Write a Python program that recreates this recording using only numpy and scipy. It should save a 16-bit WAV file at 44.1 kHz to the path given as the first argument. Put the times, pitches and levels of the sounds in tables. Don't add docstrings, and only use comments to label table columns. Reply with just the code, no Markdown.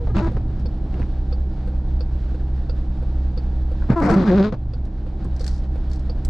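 import sys
import numpy as np
from scipy import signal
from scipy.fft import rfft, irfft, next_fast_len
from scipy.io import wavfile
from scipy.ndimage import uniform_filter1d

SR = 44100
rng = np.random.default_rng(int(sys.argv[2]) if len(sys.argv) > 2 else 0)


def dump(signal):
    limited = np.clip(np.atleast_2d(signal).T, -1, 1)
    pcm = np.round(limited * 32767).astype(np.int16)
    wavfile.write(sys.argv[1], SR, pcm)


N = 277389
TIME = np.arange(N) / SR

# frequency in Hz, relative density in dB per Hz.
RASP = [(250, -2.5), (550, 4), (800, 3), (1000, 1.5), (1350, -1.5), (1650, -6.5), (2200, -10.5),
        (2900, -27), (5000, -37)]
# frequency in Hz, relative density in dB per Hz.
SPRAY = [(1500, -13.5), (2500, 7), (3000, 4.5), (3700, 9), (4800, 4.5), (5600, -3.5), (6800, -8),
         (8000, -18), (9700, -35), (11500, -45), (16000, -47.5)]
# frequency in Hz, relative density in dB per Hz.
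CRISP = [(700, -7), (1600, 3.5), (2900, -10.5), (4300, 5.5), (5500, 4.5), (6500, -3), (7800, -4.5),
         (9500, -12), (12000, -21.5), (16000, -31)]
# frequency in Hz, left minus right in dB.
GLASS_SIDE = [(200, -1), (400, 3), (1200, 3.5), (8000, 2), (15000, 8)]
# time in seconds, slips per second, level in dB, brightness in dB per octave.
GROAN_CURVE = [(4.238, 210, -9, -3.5), (4.262, 222, -18, -8), (4.288, 200, -6.5, -7), (4.305, 178, -9, -6),
               (4.328, 177, -10.5, 0.5), (4.35, 192, -8, -3.5), (4.372, 208, -11, -1),
               (4.408, 187, -5.5, -2.5), (4.434, 197, -11.5, -1), (4.456, 216, -14, 4.5),
               (4.49, 210, -18.5, 2)]

SWEEP_STARTS, SWEEP_S = [-.31, 3.93], 1.33


def from_db(db):
    return 10 ** (np.asarray(db) / 20)


def rms_one(x):
    return x / np.sqrt(np.mean(x ** 2) + 1e-20)


def in_time(rows):
    s, *columns = np.transpose(rows)
    return [np.interp(TIME, s, column) for column in columns]


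def at_hz(points, hz):
    point_hz, value = np.array(points).T
    return np.interp(np.log(hz + 1e-6), np.log(point_hz), value)


def pan(side_db):
    return from_db(np.array([[.5], [-.5]]) * side_db)


def drift(rate_hz):
    step = 40
    r = np.exp(-2 * np.pi * rate_hz * step / SR)
    raw = rng.standard_normal(N // step + 2002)
    slow = signal.lfilter([1], [1, -2 * r, r * r], raw)[2000:]
    return np.interp(np.arange(N) / step, np.arange(len(slow)), rms_one(slow))


def swell(start, length, attack, release, sag_db=0):
    age = np.maximum(TIME - start, 0)
    held = np.minimum(age, length)
    released = np.maximum(age - length, 0)
    return np.minimum(age / attack, 1) * from_db(-sag_db * held - 60 * released / release)


def clicks(times, levels_db):
    out = np.zeros(N)
    samples = np.round(np.asarray(times) * SR).astype(int)
    out[np.clip(samples, 0, N - 1)] = from_db(levels_db)
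    return out


def bounces(times, levels_db, gap, loss_db, count):
    return sum(clicks(times + k * gap, levels_db - k * loss_db) for k in range(count))


def die_away(hits, t60):
    return signal.lfilter([1], [1, -from_db(-60 / (t60 * SR))], hits + 1e-18)


def ring(hits, hz, t60):
    r, w = from_db(-60 / (t60 * SR)), 2 * np.pi * hz / SR
    return signal.lfilter([0, np.sin(w)], [1, -2 * r * np.cos(w), r * r], hits + 1e-18)


def noise(spectrum, force=1, side=None, pulses=0):
    # frequency in Hz, left-right likeness from 0 to 1.
    likeness = [(70, .994), (250, .975), (500, .87), (1000, .82), (2000, .62), (8000, .62)]
    size = 2 * next_fast_len(N // 2 + 4096)
    hz = np.fft.rfftfreq(size, 1 / SR)
    gain = rms_one(from_db(at_hz(spectrum, hz)) / (1 + (hz / spectrum[-1][0]) ** 4))
    cepstrum = irfft(np.log(gain + 1e-9), size)
    body = np.exp(rfft(cepstrum * (1 + np.sign(np.fft.fftfreq(size)))))
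    pulse_pair = pulses * np.array([np.ones(N), rng.standard_normal(N)])
    mid, apart = rfft(rng.standard_normal((2, N)) * force + pulse_pair, size)
    alike = np.clip(at_hz(likeness, hz), 0, 1)
    both = np.sqrt((1 + alike) / 2) * mid + np.sqrt((1 - alike) / 2) * apart * [[1], [-1]]
    side_db = at_hz(side, hz) if side else -.9
    return irfft(both * body * pan(side_db), size)[:, :N]


FIRING_HZ = 32.0


def engine():
    # multiple of the crank rate, dB relative to the shudder level.
    shudder_orders = [(2, -6.5), (3, -3), (4, -7.5)]
    # multiple of the crank rate, dB relative to the hum level.
    hum_orders = [(6, -0.5), (6.5, -19), (9, -27.5), (12, -13), (18, -18.5), (24, -25), (28, -25.5),
                  (30, -23.5), (72, -34), (78, -41.5), (88, -41)]
    crank = 2 * np.pi * FIRING_HZ * TIME / 3
    out = 0
    for orders, level_db, depth in ((shudder_orders, -25, .2), (hum_orders, -24, .12)):
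        for multiple, db in orders:
            phase = multiple * crank + rng.uniform(0, 2 * np.pi) + depth * drift(2)
            strength = from_db(level_db + db) * (1 + depth * drift(3.5))
            out = out + strength * np.sin(phase)
    return np.sqrt(2) * out * pan(-1.0)


def background(rumble_db=-31, throb=0.22, road_db=-56.5, traffic_swing_db=1.5):
    # frequency in Hz, relative density in dB per Hz.
    rumble_colour = [(12, -33.5), (22, -10.5), (38, -6), (52, -8.5), (68, 3.5), (80, -9.5), (98, -19),
                     (130, -14), (210, -15.5), (275, -24), (315, -18.5), (410, -26.5), (540, -27.5),
                     (800, -30.5), (1100, -42), (2000, -63.5)]
    # frequency in Hz, relative density in dB per Hz.
    road_colour = [(600, -15), (1100, 2), (1650, 2.5), (2050, -4.5), (2900, -7.5), (3800, -6.5),
                   (4700, -9.5), (6000, -16.5), (7700, -23), (9500, -27.5), (11500, -47), (16000, -48.5)]
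    firing = 2 * np.pi * FIRING_HZ * TIME
    rumble = from_db(rumble_db) * noise(rumble_colour) * (1 + throb * np.sin(2 * firing))
    road = from_db(road_db + traffic_swing_db * drift(10)) * noise(road_colour)
    return rumble + road


def wiper_motor(motor_hz=111.4, level_db=-29, waver=0.61, spin_up_s=0.44, hold_s=0.73, release_s=1.5):
    load = sum(swell(s, hold_s, spin_up_s, release_s) for s in SWEEP_STARTS)
    hum = np.sqrt(2) * np.sin(2 * np.pi * motor_hz * TIME + waver * drift(32))
    return from_db(level_db) * load * (1 + waver * drift(41)) * hum * pan(-.9)


def friction(attack_s=.018, release_s=.12):
    # start in seconds, length in seconds,
    # then thrum, rasp and spray in dB at the start of the catch, before the trims in drag().
    catches = [(0.141, 0.065, -28.5, -38, -46), (0.256, 0.018, -27, -38, -50.5),
               (0.93, 0.11, -34.5, -56, -63), (3.885, 0.049, -20, -34, -52.5),
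               (4.005, 0.067, -21, -28, -61), (4.076, 0.073, -20, -28, -52), (4.154, .085, -19.5, -32, -42),
               (4.25, 0.043, -25.5, -29.5, -44), (4.292, .18, -26, -36.5, -48.5),
               (5.186, .05, -42, -54.5, -61)]
    glide_db = [-44.5, -66, -80.5]
    sags_db = np.array([[25.5], [-2.5], [3]])
    gliding = sum(swell(s, SWEEP_S, attack_s, release_s) for s in SWEEP_STARTS)
    power = np.outer(from_db(glide_db), gliding) ** 2
    for start, length, *levels_db in catches:
        shape = swell(start, length, attack_s, release_s, sags_db)
        power = power + (from_db(levels_db)[:, None] * shape) ** 2
    return np.sqrt(power)


def drag(thrum_trim_db=4.0, rasp_trim_db=6, fizz_trim_db=-18,
         jitter=0.13, uneven_db=0.5, slip_t60=0.0072, smooth=0.19):
    # frequency in Hz, relative density in dB per Hz.
    thrum_colour = [(60, -12.5), (120, 1), (200, 5.5), (300, -4), (380, -6.5), (480, -14.5), (800, -19.5),
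                    (1600, -40)]
    resting_hz = 195.95
    thrum, rasp, spray = friction()
    slip_hz = np.interp(TIME, *np.transpose(GROAN_CURVE)[:2], left=resting_hz, right=resting_hz)
    slip_hz = slip_hz * (1 + jitter * thrum / thrum.max() * drift(70))
    turns = np.floor(np.cumsum(slip_hz) / SR)
    slips = (np.diff(turns, prepend=0) > 0) * from_db(uneven_db * rng.standard_normal(N))
    chatter = rms_one(die_away(slips, slip_t60) + smooth)
    low = noise(thrum_colour, from_db(thrum_trim_db) * thrum * chatter)
    middle = noise(RASP, from_db(rasp_trim_db) * rasp * np.sqrt(chatter), GLASS_SIDE)
    high = noise(SPRAY, spray * chatter, GLASS_SIDE)
    hardest = rasp ** 2 / rasp.max()
    fizz = noise(CRISP, from_db(fizz_trim_db) * hardest * chatter, GLASS_SIDE)
    return low + middle + high + fizz


def stick_slip(start, slip_hz, gain, bright_db, flutter_db=2.0, dispersion=0.61, upper_smear=.12):
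    # frequency in Hz, relative level in dB.
    windscreen = [(150, -11), (200, 9), (370, 2), (560, -1.5), (660, -16), (740, -5.5), (860, -27),
                  (1000, -18.5), (1150, -29), (1340, -29), (1700, -54), (4000, -92)]
    on = np.arange(SR // 2) + max(int(start * SR), 0)
    phase = 2 * np.pi * np.cumsum(slip_hz)[on] / SR
    k = np.arange(1, 15)[:, None]
    tilt_db = np.broadcast_to(bright_db, N)[on] * np.log2(k)
    partials = from_db(at_hz(windscreen, k * slip_hz[on]) + tilt_db)
    partials = partials / np.sqrt(np.sum(partials ** 2, axis=0) / 2)
    flutter = rms_one(uniform_filter1d(rng.standard_normal(partials.shape), size=700))
    smear = upper_smear * np.maximum(k - 3, 0) * flutter[::-1]
    unsteady = from_db(flutter_db * np.log10(k) * flutter)
    waves = partials * unsteady * np.cos(k * phase - dispersion * k ** 2 + smear)
    side = pan(at_hz(GLASS_SIDE, k[:, 0] * np.mean(slip_hz[on])))
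    out = np.zeros((2, N))
    out[:, on] = side @ waves * gain[on]
    return out


def slip_pulses(slip_hz, uneven_db=3.0):
    turns = np.cumsum(slip_hz) / SR
    nearest = np.round(turns).astype(int)
    strength = from_db(uneven_db * rng.standard_normal(N)[nearest])
    triangle = np.maximum(1 - np.abs(turns - nearest) * SR / slip_hz, 0)
    return triangle * np.sqrt(SR / slip_hz) * strength


def squeals(attack_s=.01, release_s=.048):
    # start in seconds, length in seconds, slips per second, glide in octaves per second, level in dB,
    # brightness in dB per octave, pitch jitter as a share, scrape level in dB.
    squeal_rows = [(0, 0.042, 480, -0.5, -36.5, 1, .01, -64),
                   (0.092, 0.017, 410, -1, -35.5, 13, 0.017, -47),
                   (0.14, 0.017, 333, -1.5, -24.5, -9, 0.022, -39.5),
                   (0.16, 0.044, 197, 0.5, -20.5, -6, .02, -37.5),
                   (0.186, 0.031, 290, 2, -28.5, 11.5, 0.026, -46),
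                   (0.216, 0.056, 336, -0.8, -24, 1.5, 0.027, -38.5),
                   (0.267, 0.016, 240, -4.5, -26, -7, .04, -44),
                   (3.956, 0.047, 346, -1.8, -17.5, 10, .016, -36),
                   (4.001, 0.086, 280, 1, -21, -2.5, 0.038, -38.5),
                   (4.078, 0.032, 233, -2, -19, 9.5, 0.029, -27.5),
                   (4.113, 0.037, 330, 0.4, -18, 1, .018, -32),
                   (4.154, 0.049, 197, -1.5, -8.5, -7, .015, -33.5),
                   (4.209, 0.032, 174, 1, -15.5, -4.5, .015, -34.5)]
    # frequency in Hz, relative density in dB per Hz.
    scrape_colour = [(500, -12.5), (1000, 5.5), (1500, 1.5), (2100, -13), (2900, -18.5), (4400, -21),
                     (7500, -28.5), (10000, -40)]
    tones, pulses = 0, 0
    for start, length, hz, glide, level_db, bright_db, rough, scrape_db in squeal_rows:
        slip_hz = hz * 2 ** (glide * np.clip(TIME - start, 0, length)) * (1 + rough * drift(114))
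        gate = swell(start, length, attack_s, release_s)
        tones = tones + stick_slip(start, slip_hz, gate * from_db(level_db), bright_db)
        pulses = pulses + gate * from_db(scrape_db) * slip_pulses(slip_hz)
    return tones + noise(scrape_colour, 0, GLASS_SIDE, pulses)


def knocks(thud_t60=0.077, clack_t60=0.065, click_t60=0.032, rebound_s=.016):
    # time in seconds, thud, clack and linkage click in dB, loss on the rebound in dB.
    knock_rows = [(0.071, -30, -31, -52.5, 14.5), (0.368, -24.5, -30, -36.5, 23.5),
                  (0.998, -19, -39, -40.5, 6.5), (3.822, -46, -40, -33, 9.5), (3.901, -12, -24, -41, 2),
                  (4.524, -14, -19, -38.5, 8.5), (5.249, -17.5, -37, -50, 7.5)]
    # frequency in Hz, relative density in dB per Hz.
    thud_colour = [(40, -7), (100, 4.5), (170, 0.5), (250, -6.5), (380, -15), (600, -26), (1200, -35.5)]
    # frequency in Hz, relative density in dB per Hz.
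    clack_colour = [(200, -3), (500, 10.5), (1000, -0.5), (1700, -9.5), (2800, -21.5), (4500, -22),
                    (7500, -38), (11000, -60)]
    # frequency in Hz, relative density in dB per Hz.
    linkage_colour = [(600, -13), (1050, 2), (1300, -10.5), (1620, -3.5), (1950, -22), (4000, -35.5)]
    s, *levels_db, loss_db = np.transpose(knock_rows)
    thuds, clacks, joints = (bounces(s, db, rebound_s, loss_db, count=2) for db in levels_db)
    thud = noise(thud_colour, die_away(thuds, thud_t60))
    clack = noise(clack_colour, die_away(clacks, clack_t60), GLASS_SIDE)
    return thud + clack + noise(linkage_colour, die_away(joints, click_t60), GLASS_SIDE)


def flicks(wet_t60=0.012, crisp_t60=0.0057):
    # time in seconds, wet level in dB, crisp level in dB.
    flick_rows = [(.168, -25, -40.5), (.183, -28.5, -43), (0.191, -25, -47), (.941, -37.5, -60),
                  (1.019, -37, -64), (1.028, -37, -62), (3.902, -26, -49), (4.002, -31.5, -36),
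                  (4.053, -36.5, -38), (4.062, -33.5, -32.5), (4.103, -28.5, -28.5), (4.113, -28.5, -29),
                  (4.142, -32, -30.5)]
    # frequency in Hz, relative density in dB per Hz.
    wet_colour = [(500, -4.5), (900, 6.5), (2700, 6), (3700, -9.5), (6500, -14.5), (10000, -35)]
    # frequency in Hz, relative density in dB per Hz.
    splash_colour = [(2500, -10), (4500, 7.5), (7000, 0), (9500, -7.5), (11500, -25.5), (16000, -34.5)]
    s, *levels_db = np.transpose(flick_rows)
    wet, crisp = (clicks(s, db) for db in levels_db)
    snap = noise(wet_colour, die_away(wet, wet_t60), GLASS_SIDE)
    return snap + noise(splash_colour, die_away(crisp, crisp_t60), GLASS_SIDE)


def turn_signal(vary_db=1.05, tick_t60=0.07, tock_t60=0.075):
    pull_in_s = [0.657, 1.325, 2.006, 2.695, 3.375, 4.735, 5.406, 6.096]
    drop_out_s = [0.316, .995, 1.675, 2.345, 3.025, 3.715, 5.065, 5.756]
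    # frequency in Hz, t60 in seconds, dB above the pull-in, dB above the drop-out.
    housing_modes = [(487, 0.1, 6, 11.5), (506, 0.1, 1, 10.5)]
    # frequency in Hz, relative density in dB per Hz.
    tick_colour = [(900, -12.5), (1350, -4.5), (2050, -22), (2650, -11.5), (3050, -23), (3550, -10),
                   (4000, -22.5), (4480, 1.5), (4900, -4.5), (5550, -15.5), (6100, -33), (9600, -32.5),
                   (10500, -58.5)]
    # frequency in Hz, relative density in dB per Hz.
    tock_colour = [(900, -7.5), (1450, 1.5), (2050, -15), (2600, -8.5), (3050, -18), (3600, -9.5),
                   (4000, -18), (4550, -9), (5500, -27), (7000, -27), (9650, -18.5), (10600, -37)]
    pull_in, drop_out = (clicks(s, mean_db + vary_db * rng.standard_normal(len(s)))
                         for s, mean_db in ((pull_in_s, -40), (drop_out_s, -47.5)))
    housing = 0
    for hz, t60, in_db, out_db in housing_modes:
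        housing = housing + ring(from_db(in_db) * pull_in + from_db(out_db) * drop_out, hz, t60)
    tick = noise(tick_colour, die_away(pull_in, tick_t60))
    tock = noise(tock_colour, die_away(drop_out, tock_t60))
    return housing + (tick + tock) * pan(1.5)


def crackles(snap_t60=0.02, top_t60=0.055, tail_t60=0.1, tail_db=-17, grain_db=2.5):
    # time in seconds, level in dB, glassy top in dB.
    crackle_rows = [(.596, -53.5, -68), (4.853, -50.5, -65), (5.245, -53, -54), (5.364, -45.5, -63),
                    (5.395, -43.5, -63), (5.411, -42, -58), (5.443, -36.5, -55), (5.465, -35, -47),
                    (5.478, -32.5, -54), (5.899, -54, -64), (5.915, -47, -70), (5.933, -44.5, -67),
                    (5.959, -52, -71), (5.994, -52, -67), (6.249, -40, -40)]
    # start in seconds, length in seconds, level in dB.
    rustle_rows = [(5.384, 0.065, -57), (5.47, 0.11, -55.5), (5.91, 0.038, -58)]
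    # frequency in Hz, relative density in dB per Hz.
    glassy_colour = [(6300, -8.5), (7800, 0.5), (9500, -9), (10600, -14), (16000, -11)]
    s, level_db, top_db = np.transpose(crackle_rows)
    snaps = clicks(s, level_db)
    force = die_away(snaps, snap_t60) + from_db(tail_db) * die_away(snaps, tail_t60)
    rustle = sum(from_db(db) * swell(start, length, attack=.02, release=.17) for start, length, db in rustle_rows)
    rustle = rustle * rms_one(from_db(grain_db * drift(160)))
    top = noise(glassy_colour, die_away(clicks(s, top_db), top_t60), GLASS_SIDE)
    return noise(CRISP, force + rustle) * pan(3.8) + top


def groan(rough=.017, ring_t60=0.01, snap_t60=0.0062, uneven_db=3.5):
    # time in seconds, mean frequency in Hz, level in dB.
    lip_curve = [(4.25, 1060, -33), (4.28, 1650, -17.5), (4.32, 1603, -26.5), (4.36, 1360, -26.5),
                 (4.389, 1450, -15.5), (4.42, 1440, -24.5), (4.456, 1450, -19), (4.49, 1390, -33)]
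    lip_scatter, lip_top_hz = .04, 3000
    spray_db, snap_db, scrape_db = -35.5, -45.5, -39.5
    grip_share = .5
    hz, level_db, bright_db = in_time(GROAN_CURVE)
    lip_hz, lip_db = in_time(lip_curve)
    start, end = GROAN_CURVE[0][0], GROAN_CURVE[-1][0]
    gate = swell(start, end - start, attack=.011, release=.1)
    force = gate * from_db(uneven_db * drift(90))

    slip_hz = hz * (1 + rough * drift(110))
    turns = np.cumsum(slip_hz) / SR
    since_slip = turns % 1 / slip_hz
    slip_count = turns.astype(int)
    scatter = 1 + lip_scatter * rng.standard_normal(slip_count[-1] + 1)
    lip_hz = lip_hz * scatter[slip_count]
    lip = from_db(lip_db - 60 * since_slip / ring_t60) * np.sin(2 * np.pi * lip_hz * since_slip)
    lip = signal.sosfilt(signal.butter(4, lip_top_hz, fs=SR, output="sos"), lip)

    grip = from_db(grip_share * (lip_db - np.mean(np.transpose(lip_curve)[2])))
    pulses = gate * grip * slip_pulses(slip_hz)
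    spray = force * grip * from_db(spray_db - 60 * since_slip / snap_t60)
    snaps = noise(SPRAY, spray, GLASS_SIDE, from_db(snap_db) * pulses)
    scrapes = noise(RASP, 0, GLASS_SIDE, from_db(scrape_db) * pulses)
    tone = stick_slip(start, slip_hz, gate * from_db(level_db), bright_db)
    return tone + force * lip * pan(3.6) + snaps + scrapes


def scene():
    wipers = wiper_motor() + drag() + squeals() + knocks() + flicks() + groan()
    return engine() + background() + wipers + turn_signal() + crackles()


def record(dry, attack_s=0.0057, limit_db=-13.5, limit_share=.82, recover_db_per_s=5, cutoff_hz=15700):
    power = np.abs(uniform_filter1d(np.mean(dry ** 2, axis=0), size=1500))
    level_db = 10 * np.log10(power + 1e-12)
    excess_db = limit_share * np.maximum(level_db - limit_db, 0)
    recovery_db = recover_db_per_s * TIME
    held_db = np.maximum.accumulate(excess_db + recovery_db) - recovery_db
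    r = np.exp(-1 / (attack_s * SR))
    ducked = dry * from_db(-signal.lfilter([1 - r], [1, -r], held_db))
    fade_in = np.minimum(TIME / .005, 1)
    return signal.sosfilt(signal.cheby2(12, 70, cutoff_hz, fs=SR, output="sos"), ducked * fade_in)


dry = scene()
out = record(dry)
dump(out)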